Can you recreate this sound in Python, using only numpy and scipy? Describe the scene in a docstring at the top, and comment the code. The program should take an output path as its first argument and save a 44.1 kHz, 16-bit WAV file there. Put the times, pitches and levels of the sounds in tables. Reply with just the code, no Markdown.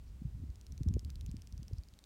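"""Grasshopper over a forest slope

A grasshopper crackles in flight, its wings snapping about 19 times a second.
Each snap is a pair of tiny cracks, one from each wing. Light wind buffets the microphone;
behind it lie a faint hiss of distant trees, a few soft rustles and one small tick."""
import sys
import numpy as np
from scipy import signal
from scipy.fft import rfft, irfft
from scipy.io import wavfile
from scipy.ndimage import uniform_filter1d

SR = 44100
rng = np.random.default_rng(int(sys.argv[2]) if len(sys.argv) > 2 else 0)


def inscribe(sig):
    """Save sig as 16-bit PCM at rate SR to the path in sys.argv[1].

    A 1-D sig is mono; a 2-D sig holds one channel per row.
    Samples are clipped to [-1, 1] before scaling.
    """
    pcm = np.round(np.clip(np.atleast_2d(sig).T, -1, 1) * 32767)
    wavfile.write(sys.argv[1], SR, pcm.astype(np.int16))


N = 90404


def undb(db):
    """Decibels to gain."""
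    return 10 ** (np.asarray(db) / 20)


def colour_db(points, hz):
    """Read an EQ curve, in dB, at the given frequencies."""
    point_hz, point_db = np.array(points).T
    return np.interp(np.log(hz + 1), np.log(point_hz), point_db)


def bell(hz, centre_hz, octaves):
    """Bell curve on an octave scale, 1 at its centre."""
    return np.exp(-.5 * (np.log2((hz + 1) / centre_hz) / octaves) ** 2)


def noise(gain):
    """Unit-level noise, shaped by a gain that depends on frequency."""
    x = irfft(rfft(rng.standard_normal(N)) * gain(np.fft.rfftfreq(N, 1 / SR)), N)
    return x / x.std()


def tail(decay_s, size):
    """Fading random scatter of unit energy."""
    x = rng.standard_normal(size) * np.exp(-np.arange(size) / SR / decay_s)
    return x / np.linalg.norm(x)


def crack(db, size):
    """Spectrum of the most abrupt (minimum-phase) pulse with the given colour."""
    cepstrum = irfft(np.log(undb(db)))
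    return np.exp(rfft(np.r_[cepstrum[0], 2 * cepstrum[1:size // 2]], size))


# The bright colour of one wing's crack: freq_hz, gain_db
WING_COLOUR = [(500,-32),(1500,-14),(2500,-4),(3400,-2.5),(4200,-1),(5600,0),(7000,-1.5),(8500,-5.5),(11000,-9),(16000,-14.5)]
# Wing snaps, swelling then easing off: start_s, relative_level_db, second_wing_lag_ms, ring_hz
WING_SNAPS = [(.5030,-49,.45,4400),(0.5575,-43,.57,6540),(0.6125,-40,.69,6500),(0.667,-38.5,0.74,4600),(.7224,-37,0.49,5600),(.7785,-38,0.48,5870),(.8334,-36.5,.48,5500),
              (0.8868,-34,0.55,5850),(.9398,-33,0.42,6300),(.9939,-33.5,0.596,5800),(1.0484,-35.5,0.26,4500),(1.1029,-35,0.81,4400),(1.1568,-36,0.24,4440),(1.2106,-36,0.32,4000),(1.2631,-36,0.32,7160),
              (1.3146,-38,0.37,6700),(1.3678,-38,0.38,5150),(1.4202,-37.5,0.34,5160),(1.4729,-38.5,0.39,5550),(1.5251,-39.5,0.21,5900),(1.5786,-40.5,0.84,5770),(1.6309,-39,.65,5600),(1.6819,-36.5,0.37,5540),
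              (1.7336,-42,0.43,5260),(1.7838,-40.5,0.37,5400),(1.8357,-41.5,0.46,4630),(1.8865,-42.5,.43,4860),(1.9384,-43,0.29,3970),(1.9899,-38.5,.53,4000),(2.0403,-38.5,0.82,3900)]

def grasshopper(size=512):
    """Two wing membranes crack under a millisecond apart and ring; foliage scatters a little back."""
    snap_gain_db, second_wing_db, colour_jitter_db, ring_db = 2.5, -5.5, 1.5, 7
    shiver_db, foliage_db = -12, -24
    snaps = np.zeros(N + size)
    hz = np.fft.rfftfreq(size, 1 / SR)
    for start_s, level_db, lag_ms, ring_hz in WING_SNAPS:
        colour = [(f, db + colour_jitter_db * rng.standard_normal()) for f, db in WING_COLOUR]
        ring = ring_db * bell(hz, ring_hz, octaves=.18)
        one_wing = crack(colour_db(colour, hz) + ring, size)
        wing_pair = 1 + undb(second_wing_db) * np.exp(-2j * np.pi * hz * lag_ms / 1000)
        shiver = undb(shiver_db) * rfft(tail(decay_s=.0006, size=size))
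        snap = irfft(one_wing * (wing_pair + shiver))
        i = min(int(start_s * SR), N)
        snaps[i:i + size] += undb(level_db + snap_gain_db) * snap / np.linalg.norm(snap)
    scatter = signal.fftconvolve(snaps, tail(decay_s=.035, size=N // 2))
    return snaps[:N] + undb(foliage_db) * scatter[:N]


# The deep colour of wind on the microphone: freq_hz, gain_db
RUMBLE_COLOUR = [(15,-35),(28,-13),(45,0),(64,1),(90,-8),(130,-15),(200,-22),(320,-34),(500,-48),(900,-66),(4000,-100)]
# The rise and fall of the breeze: time_s, level_db
BREEZE = [(0,-50),(.06,-51),(.12,-47),(.2,-51),
          (.27,-41),(.32,-49),(.36,-42),(.39,-47),(.43,-41),(.47,-46),(.50,-41),(.54,-52),(.67,-55),(.71,-43),(.77,-50),(.80,-39),(.845,-46),(.885,-33),(.93,-38),(.97,-33),(1.005,-50),(1.06,-40),(1.12,-45),
          (1.3,-41),(1.37,-46),(1.41,-52),(1.51,-55),(1.55,-44),(1.69,-52),(1.8,-50),(1.84,-60),(1.93,-56),(1.98,-66),(2.05,-64)]
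# Soft thumps of single eddies: centre_s, peak_db, pitch_hz
EDDY_THUMPS = [(0.221,-34.5,179),(0.257,-28,115.7),(.353,-35,102),(0.438,-40.5,223),(.483,-46.5,169),(0.496,-36.5,92),(.730,-41,120),(0.81,-35.5,227),(0.816,-27.5,124),(0.864,-28,184),(0.879,-21,74.3),(0.911,-28.5,159),
               (0.962,-24,91),(.968,-31.5,345),(1.032,-49,226),(1.055,-33,94),(1.090,-48,157),(1.236,-39,75.4),(1.293,-33,140),(1.344,-35,194),(1.527,-47,182),(1.541,-35,79),(1.598,-36,119),(1.625,-46,216),(1.713,-46,340),(1.735,-28.5,89),(1.791,-31,63)]

def wind(t):
    """Rumble follows the breeze; each eddy hits the microphone with one brief swing of pressure."""
    rumble = noise(lambda f: undb(colour_db(RUMBLE_COLOUR, f)))
    power = uniform_filter1d(uniform_filter1d(rumble ** 2, size=1500), size=1000)
    steady_rumble = rumble / np.sqrt(power)  # evened out so the breeze sets the level
    out = steady_rumble * undb(np.interp(t, *np.array(BREEZE).T))
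    width_cycles = .47
    for centre_s, peak_db, pitch_hz in EDDY_THUMPS:
        cycles = (t - centre_s) * pitch_hz
        swell = 1 / np.cosh(np.clip(2 * cycles / width_cycles, -20, 20) * np.log(2))
        out += undb(peak_db) * swell * np.sin(2 * np.pi * (cycles + rng.random()))
    return out


# The colour of distant trees: freq_hz, gain_db
HISS_COLOUR = [(40,0),(150,20),(300,16.5),(500,9),(900,5),(1700,1.5),(3000,0),(5000,-1),(9000,-4.5),(11000,-8),(16000,-8)]
# Short, soft rustles: centre_s, level_db, half_length_s, centre_hz
SOFT_RUSTLES = [(.085,-76,0.017,5000),(0.885,-68,0.0056,990),(1.292,-69,0.01,4250),(1.395,-78,0.011,2670),(1.776,-73.5,0.018,4560)]

def forest(t):
    """An even bed of hiss from distant trees, dotted with soft rustles and one small dry tick."""
    hiss_db = -69.5
    tick_s, tick_db, tick_decay_s = 1.095, -62, .006
    bed = undb(hiss_db) * noise(lambda f: undb(colour_db(HISS_COLOUR, f)))
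    for centre_s, level_db, half_length_s, centre_hz in SOFT_RUSTLES:
        swell = np.exp(-((t - centre_s) / half_length_s) ** 2)
        bed += undb(level_db) * swell * noise(lambda f: bell(f, centre_hz, octaves=.27))
    tick_fade = (t >= tick_s) * np.exp(-abs(t - tick_s) / tick_decay_s)
    tick = tick_fade * noise(lambda f: bell(f, centre_hz=2100, octaves=.9))
    return bed + undb(tick_db) * tick


def scene():
    """Grasshopper, wind and forest, mixed to mono."""
    t = np.arange(N) / SR
    return (grasshopper() + wind(t) + forest(t))[None]


def record(dry):
    """A steep low-pass trims the very top of the treble."""
    cutoff_hz = 15900
    return signal.sosfilt(signal.ellip(8, .2, 70, cutoff_hz, fs=SR, output="sos"), dry)


dry = scene()
out = record(dry)
inscribe(out)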